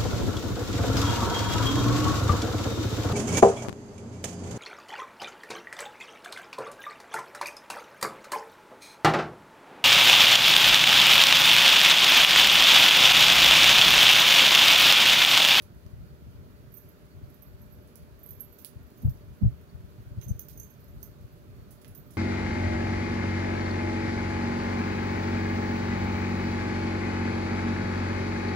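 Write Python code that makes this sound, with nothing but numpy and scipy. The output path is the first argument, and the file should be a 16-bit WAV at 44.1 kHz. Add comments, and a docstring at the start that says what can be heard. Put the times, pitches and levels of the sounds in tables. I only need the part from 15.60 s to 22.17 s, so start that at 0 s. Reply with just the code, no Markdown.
"""Cat and feather toy on tile

A cat wrestles a feather toy on a tile floor in a quiet room, close to a hand-held pair of microphones.
The collar bell and the toy's bell are sums of decaying modes driven by a loose pellet; claws tick on the
tile as noise snaps with scuffs, the coat rustles in grains, and the hand jolts the case in short swings.
Room tone is shaped noise and the whine a set of wavering sines. The right microphone is open and bright;
the left one is muffled and hears mostly rumble and whine."""
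import sys
import numpy as np
from scipy import signal
from scipy.fft import rfft, irfft
from scipy.io import wavfile
from scipy.ndimage import uniform_filter1d

SR = 44100
rng = np.random.default_rng(int(sys.argv[2]) if len(sys.argv) > 2 else 0)


def natural_amplitude(level_db):
    """Convert a level in decibels to a linear amplitude factor, elementwise."""
    exponent = np.asarray(level_db, float) / 20
    return 10 ** exponent


def transcribe(u):
    """Save the signal u as a 16-bit wav file named by the first command-line argument.

    u: samples, shape (n,) or (channels, n), limited to [-1, 1]; the rate is SR.
    q: integer samples, one column per channel.
    """
    v = np.clip(np.atleast_2d(u).T, -1, 1)
    q = np.round(v * 32767).astype(np.int16)
    wavfile.write(sys.argv[1], SR, q)


N = 289737  # samples
LAG_S = .0003  # s by which the left microphone hears shared sound late

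# strikes of each bell's pellet: t/s, peak level/dB, f/Hz of the mode struck best,
# lift/dB of the modes below 10 kHz
COLLAR_STRIKES = [(1.1199, -40, 12900, 2), (1.14, -33.5, 14600, 8), (1.1694, -31, 13310, 14),
                  (1.2098, -46, 12300, 2), (1.2855, -43.5, 12520, -2), (1.6965, -46.5, 12600, 2),
                  (1.7423, -42.5, 12650, 0), (1.8213, -35, 12600, 8), (1.8706, -46, 12100, 0),
                  (2.0155, -44, 12650, 13), (2.123, -45, 12300, 0), (2.5905, -44, 13100, 7),
                  (2.6319, -39, 13720, 0), (2.6623, -25, 12600, -6), (2.6893, -27, 13720, 8),
                  (2.707, -20, 12700, 5), (2.73, -40, 12000, 6), (2.7641, -47, 13100, 2),
                  (2.7967, -30, 12900, 7), (2.806, -16, 12300, 2), (2.925, -36.5, 12670, 6),
                  (2.9851, -40, 13720, 4), (3.016, -37, 14600, 3), (3.3757, -45, 14500, 18),
                  (3.4191, -40.5, 12900, 13), (3.4594, -45, 13000, 6), (3.495, -37, 13530, 6),
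                  (6.349, -32, 14600, 9), (6.3744, -35.5, 14600, 2)]
TOY_STRIKES = [(4.6105, -41, 14000, 13), (4.629, -35.5, 13400, 6), (4.6825, -30.5, 14250, 3),
               (4.793, -17, 14200, -4), (4.8843, -27, 14100, -31), (4.9, -37, 12100, -29),
               (4.929, -43, 13700, 6), (4.9743, -32, 14270, 3), (4.999, -20.5, 13000, 1),
               (5.0297, -36, 13600, -1), (5.0988, -40.5, 11860, -10), (5.123, -48, 11800, -9),
               (5.2014, -46, 12260, -26), (5.2424, -51, 12260, -25), (5.284, -53, 11760, -24),
               (5.3453, -49, 12850, -28), (5.4286, -24.5, 13370, -4)]
# colour of small contact sounds in the open microphone: f/Hz, relative level/dB; the sounds end steeply just
# above 16 kHz
OPEN_COLOUR = [(600, -39), (1100, -13), (1600, -12), (3000, -2.5), (6000, 4), (8600, -2.5), (10500, 8),
               (13000, 4), (15700, 4), (16050, -27)]


def evened(x):
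    """Normalization: scales a signal to an rms value of 1."""
    return x / np.sqrt(np.mean(x ** 2) + 1e-20)


def read(f, value, hz):
    """Interpolation of a spectrum by straight lines on a log-frequency axis."""
    return np.interp(np.log(hz + 1), np.log(np.add(f, 1)), value)


def add(mix, s, sound):
    """Superposition: adds a sound to the mix in place from time s."""
    part = mix[max(round(s * SR), 0):][:len(sound)]
    part += sound[:len(part)]


def slow(rate_hz):
    """Random modulation of rms 1: sines of random phase over the decade up to rate_hz."""
    t = np.arange(N) / SR
    rates = np.geomspace(rate_hz / 10, rate_hz, 16)
    return evened(sum(np.sin(2 * np.pi * (f * t + rng.random())) for f in rates))


def room_tone():
    """Partly coherent noise in two channels, shaped by frequency; the trembling hand makes the bass lumpy."""
    # steady spectrum: f/Hz, relative left level/dB, relative right level/dB
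    air_spectrum = [(20.4, -83, -83), (42.8, -64.5, -66), (79, -54.5, -71.5), (101, -63.5, -65.5),
                    (133, -69.5, -57.5), (180, -68.5, -67), (290, -74.5, -71.5), (535, -82.5, -81.5),
                    (658, -80, -81.5), (790, -93.5, -84), (1430, -90.5, -84), (2120, -94.5, -91.5),
                    (4570, -97, -98.5), (6100, -102, -102), (8450, -105, -105), (9900, -106, -102),
                    (13000, -114, -95.5), (16500, -123, -102.5)]
    # coherence between the microphones: f/Hz, left-right likeness (1 = identical)
    likeness = [(40, .8), (130, .7), (300, .8), (600, .8), (800, .55), (1200, .05), (16000, 0)]
    # narrow bands that stand out: f/Hz, width/Hz, left rise/dB, right rise/dB
    hum_bands = [(228, 25, 4, 3), (395, 70, 3, 3), (595, 40, 4, 4), (2010, 30, 4, 0), (2400, 200, 0, 3),
                 (6250, 400, 2, 5), (6950, 300, 2, 4), (9550, 300, 4, 0), (12270, 90, 0, 4),
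                 (13750, 240, 11, 8), (14620, 240, 13, 9), (15600, 300, 14, 3)]
    rms_db, edge_hz = -48.5, 15830  # level of the whole; nothing is made above the edge
    bass_lag = 1.77  # rad, further phase lag of the left in the deepest bass

    frames, hz = N // 512 + 5, np.fft.rfftfreq(2048, 1 / SR)
    a, b, c, d, patches = rng.standard_normal((frames, 1025, 5)).T
    left = a + 1j * b
    same = np.clip(read(*np.transpose(likeness), hz), -1, 1)[:, None]
    right = same * left + np.sqrt(1 - same ** 2) * (c + 1j * d)
    z = np.array([left, right])
    lag = 2 * np.pi * hz * LAG_S + bass_lag / (1 + (hz / 150) ** 2)
    z[0] *= np.exp(-1j * lag)[:, None]

    # neighbouring times and frequencies swell together
    patch_db = 0.95 * evened(uniform_filter1d(uniform_filter1d(patches, 6, 1), 12, 0))
    z *= (hz < edge_hz)[:, None] * natural_amplitude(patch_db)

    f, *sides = np.transpose(air_spectrum)
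    level_db = np.array([read(f, side, hz) for side in sides])
    for peak_hz, width_hz, *rise_db in hum_bands:
        level_db = level_db + np.outer(rise_db, np.exp(-(2 * (hz - peak_hz) / width_hz) ** 2))
    tremble_db = 4.23 * evened(uniform_filter1d(rng.standard_normal(frames), 3))
    z *= natural_amplitude(level_db[..., None] + tremble_db / (1 + (hz[:, None] / 170) ** 4))
    return natural_amplitude(rms_db) * evened(signal.istft(z, nperseg=2048, noverlap=1536)[1][:, :N])


def whine():
    """Amplitude modulation: thin sine tones whose levels waver, each reaching the left a little late."""
    # tones: f/Hz, left rms level/dB, right rms level/dB, rms wavering/dB
    whine_tones = [(376.5, -71, -69, 3.0), (413.5, -72, -71, 3.0), (472.5, -74, -73, 3.0),
                   (591, -71, -70, 2.5), (4501, -77.5, -83.5, 4.0)]
    out = np.zeros((2, N))
    late = np.arange(N) / SR - [[LAG_S], [0]]
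    for hz, left_db, right_db, waver_db in whine_tones:
        tone = np.sin(2 * np.pi * (hz * late + rng.random())) * natural_amplitude(waver_db * slow(36))
        out = out + natural_amplitude([[left_db], [right_db]]) * evened(tone)
    return out


def rustle():
    """Granular friction: random tiny crackles of fur and cloth, denser around each jingle as the coat shifts."""
    rms_db, grains_per_s = -75, 98  # the rate is that between jingles, before its slow drift
    stir_s, grain_decay_s = 0.033, 0.0093
    t = np.arange(N) / SR
    stir = sum(np.exp(-((t - hit[0]) / stir_s) ** 2) for hit in COLLAR_STRIKES + TOY_STRIKES)
    busy = natural_amplitude(1.5 * slow(3.6)) * (1 + stir)
    size = natural_amplitude(3.5 * np.minimum(rng.exponential(1, N), 3))
    size = size * (rng.random(N) < busy * grains_per_s / SR)
    grain = np.exp(-np.arange(1500) / (grain_decay_s * SR))
    puff = rng.standard_normal(N) * signal.oaconvolve(size, grain)[:N]
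    colour = natural_amplitude(read(*np.transpose(OPEN_COLOUR), np.fft.rfftfreq(N, 1 / SR)))
    return natural_amplitude(rms_db) * evened(irfft(rfft(puff) * colour, N))


def ticks():
    """Impact and friction: claws and toy give a snap of about a millisecond, then a dying scuff of small grains."""
    # contacts with the tile: t/s, strength/dB, lift of the lows/dB, scuff level relative to strength/dB
    tile_contacts = [(0.021, -42, 1, -10), (0.2637, -51, 14, -22), (2.2744, -48, -7, -10),
                     (2.356, -34, -3, -17), (2.987, -47.5, 3, -4), (3.024, -48, -6, -25),
                     (3.0468, -20, -6.5, -20.5), (3.058, -41, -12, -21), (3.303, -43, -24, -22),
                     (3.4955, -42, -3, -16), (3.573, -53, 6, -20), (4.0134, -50, -11, -22),
                     (4.6141, -45, 22, -8.5), (4.795, -29.5, -5, -22), (4.8847, -42.5, 4, -8.5),
                     (4.897, -42, 5, -12), (5.429, -35.5, -2, -18), (6.107, -44, -9, -2),
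                     (6.2143, -49, -2, -3), (6.246, -43.5, 28, -13), (6.2785, -40.5, -12, -8.5),
                     (6.3505, -43, 5, -18), (6.505, -49.5, -4, 1), (6.535, -50, 0, -3)]
    scuff_t60, scuff_rise_s = 0.13, 0.00097  # s
    snap_size, snap_decay_s = 3.0, .00025
    push = 0.27  # one-sided push that gives the snap its lows

    out, t, hz = np.zeros(N), np.arange(8192) / SR, np.fft.rfftfreq(8192, 1 / SR)
    colour_db = read(*np.transpose(OPEN_COLOUR), hz)
    for s, strength_db, low_db, scuff_db in tile_contacts:
        hiss, chance = rng.standard_normal((2, 8192))
        grains = .5 + 12.6 * uniform_filter1d(1. * (chance > 2.6), 30)
        scuff = hiss * grains * natural_amplitude(scuff_db - 60 * t / scuff_t60)
        snap = (hiss + push) * np.exp(-t / snap_decay_s) * (t < 4 * snap_decay_s)
        snap = snap_size * snap / np.linalg.norm(snap)
        drive = np.roll(scuff * (1 - np.exp(-t / scuff_rise_s)) + snap, 64)
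        # a soft blow is stronger in the lows, and deeper
        corner_hz = 6000 * np.exp(-max(low_db - 5.5, 0) / 30)
        tilt_db = low_db / (1 + (hz / corner_hz) ** 4)
        sound = irfft(rfft(drive) * natural_amplitude(colour_db + tilt_db))
        add(out, s - 30 / SR, natural_amplitude(strength_db) * sound)
    return out


def jolts():
    """Forced resonance: a hand jolt is a swing falling in pitch on the left; on the right it rings the mount."""
    # jolts of the case: t/s, left swing level/dB, right ring peak level/dB
    hand_jolts = [(0.2648, -30.5, -41), (0.335, -31.5, -40), (0.7547, -37, -40), (1.635, -31.5, -34.5),
                  (1.9455, -36, -43), (3.166, -31.5, -37.5), (3.4545, -10.5, -17), (3.482, -13, -18.5),
                  (3.5112, -26.5, -54), (3.836, -8.5, -24), (3.858, -8.5, -13.5), (3.877, -14, -17.5),
                  (4.1497, -28, -38.5), (4.1996, -34.5, -36), (4.246, -32, -44), (4.469, -35.5, -38.5),
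                  (4.516, -28.5, -35.5), (4.583, -22.5, -30), (4.67, -30.5, -35), (4.7119, -14.5, -28),
                  (4.754, -30, -33.5), (5.6468, -32.5, -39)]
    # modes of the right microphone's mount: f/Hz, relative level/dB, t60/s
    mount_modes = [(125, 15.5, 0.089), (157.5, -4, 0.04), (242, -15, 0.077)]
    # colour of skin slipping on the case: f/Hz, relative level/dB
    skin_colour = [(60, -10), (200, -1.5), (350, -25), (800, -35.5), (1100, -44.5), (2000, -110)]
    lead_s, lead_hz, lead_db = .018, 155, -21  # a quick small swing runs ahead of each jolt
    glide_s = 0.3  # time for the pitch to fall by a factor e

    out, u, t = np.zeros((2, N)), np.arange(-2205, 2205) / SR, np.arange(6000) / SR
    mount = sum(natural_amplitude(db - 60 * t / t60) * np.sin(2 * np.pi * hz * t) for hz, db, t60 in mount_modes)
    colour = natural_amplitude(read(*np.transpose(skin_colour), np.fft.rfftfreq(len(u), 1 / SR)))
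    early = u + lead_s
    lead = np.cos(2 * np.pi * lead_hz * early) * np.exp(-(early * lead_hz / 0.6) ** 2)
    for s, left_db, right_db in hand_jolts:
        hz = 98.7 + .5 * left_db  # softer jolts swing slower
        turns = hz * glide_s * (1 - np.exp(-u / glide_s))
        swing = np.cos(2 * np.pi * turns) * np.exp(-(u * hz / 0.61) ** 2) + natural_amplitude(lead_db) * lead
        acceleration = np.gradient(np.gradient(swing))  # this is what the mount feels
        ring = signal.oaconvolve(acceleration, mount)
        # skin rubs the case just before the jolt
        rub = evened(irfft(rfft(rng.standard_normal(len(u))) * colour))
        rub = rub * np.exp(-((u + 0.009) / .012) ** 2)
        add(out[0], s + u[0], natural_amplitude(left_db) * (swing + natural_amplitude(-30.5) * rub))
        add(out[1], s + u[0] + 0.00097, natural_amplitude(right_db) * ring / abs(ring).max())
        add(out[1], s + u[0] - LAG_S, natural_amplitude(left_db - 18.5) * rub)
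    return out


def settled(strikes):
    """Secondary impacts: some time after each strike the pellet rolls back with a faint tinkle of like colour."""
    mean_wait_s, loudest_db = .16, -52
    wait, drop = rng.exponential(1, (len(strikes), 2)).T
    late = [(s + mean_wait_s * w, loudest_db - 3.0 * k, *colour)
            for (s, _, *colour), w, k in zip(strikes, wait, drop)]
    return strikes + late


def bell(modes, strikes, focus_hz, detune):
    """Modal synthesis: each strike favours one mode, then the loose pellet rattles on, catching other modes."""
    rise_s, flash_s, rattle_s = .0011, 0.0055, 0.013
    touches_per_s = 600
    out, t = np.zeros(N), np.arange(6000) / SR
    hz, db, t60 = np.transpose(modes)[..., None]
    for s, peak_db, best_hz, low_db in strikes:
        spread, tune, damp = rng.standard_normal((3, len(hz), 1))
        lift_db = 18 * np.exp(-((hz - best_hz) / focus_hz) ** 2) + low_db * (hz < 1e4)
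        decay_db = 60 * t / (t60 * np.exp(0.1 * damp))  # fur damps the shell unevenly
        tones = np.sin(2 * np.pi * hz * (1 + detune * tune) * t)
        rings = natural_amplitude(db + lift_db + 3.0 * spread - decay_db) * tones
        rise = np.sin(np.pi / 2 * np.minimum(t / rise_s, 1)) ** 2
        rings *= rise * natural_amplitude(peak_db) / abs(rings.sum(0)).max()
        # the pellet falls back and mutes the first flash
        rings *= 0.3 + 0.7 * np.exp(-(t / flash_s) ** 2)
        # a clean hard strike throws the pellet clear; softer ones rebound more
        rebound = np.clip((-24 - peak_db) / 9, 0, 1)
        touches = (rng.random(len(t)) < touches_per_s / SR) * np.exp(-t / rattle_s) * rebound
        drive = touches * rng.standard_normal(rings.shape) + (t == 0)
        add(out, s, signal.fftconvolve(rings, drive, axes=1).sum(0))
    return out


def collar_bell():
    """Modal ringing of the tiny bell on the cat's collar."""
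    # modes of the shell: f/Hz, relative level/dB, t60/s
    collar_modes = [(6240, -28, .06), (6340, -27, .07), (9350, -24, .04), (11400, -18, .03),
                    (12090, -11, .045), (12270, -2, .06), (12345, -1, .045), (12500, -8, .04),
                    (12900, -13, .03), (13310, -9, .035), (13720, -2, .045), (14150, -12, .03),
                    (14600, -6, .04), (15300, -14, .03)]
    return bell(collar_modes, settled(COLLAR_STRIKES), focus_hz=300, detune=.002)


def toy_bell():
    """Modal ringing of the toy's bell."""
    # modes of the shell: f/Hz, relative level/dB, t60/s
    toy_modes = [(6070, -13, .06), (6170, -4, .1), (6230, -5, .09), (6330, -1, .11), (6450, -13, .05),
                 (7800, -17, .05), (9750, -4, .11), (10900, -18, .03), (11760, -10, .06), (12260, -10, .05),
                 (12850, -11, .045), (13050, -10, .04), (13370, -3, .055), (13700, -7, .04),
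                 (13950, -5, .04), (14270, -3, .05), (14620, -8, .04), (15100, -13, .03)]
    return bell(toy_modes, settled(TOY_STRIKES), focus_hz=350, detune=.003)


def echo(x):
    """Exponential reverberation: sparse taps of random sign, one in every 20 samples, dying away."""
    t60 = 0.2  # s
    taps, at = np.zeros(SR // 2), np.arange(120, SR // 2 - 20, 20)
    signs = rng.choice([-1., 1.], len(at))
    taps[at + rng.integers(0, 20, len(at))] = signs * natural_amplitude(-60 * at / SR / t60)
    return signal.oaconvolve(x, taps / np.linalg.norm(taps))[:N]


def scene():
    """Superposition: bright sounds and their echo reach only the right microphone; the rest reaches both."""
    near = collar_bell() + toy_bell() + ticks() + rustle()
    out = room_tone() + whine() + jolts()
    add(out[1], 0, near + natural_amplitude(-3) * echo(near))
    return out


def top_cut(x):
    """Nothing passes above the cut-off."""
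    return signal.sosfilt(signal.butter(12, 16480, fs=SR, output="sos"), x)


def record(dry):
    """High-pass filtering: the microphones lose the deepest bass, below 36 Hz."""
    high_pass = signal.butter(4, 36, "high", fs=SR, output="sos")
    mix = signal.sosfilt(high_pass, dry)
    return top_cut(mix)


dry = scene()
out = record(dry)
transcribe(out)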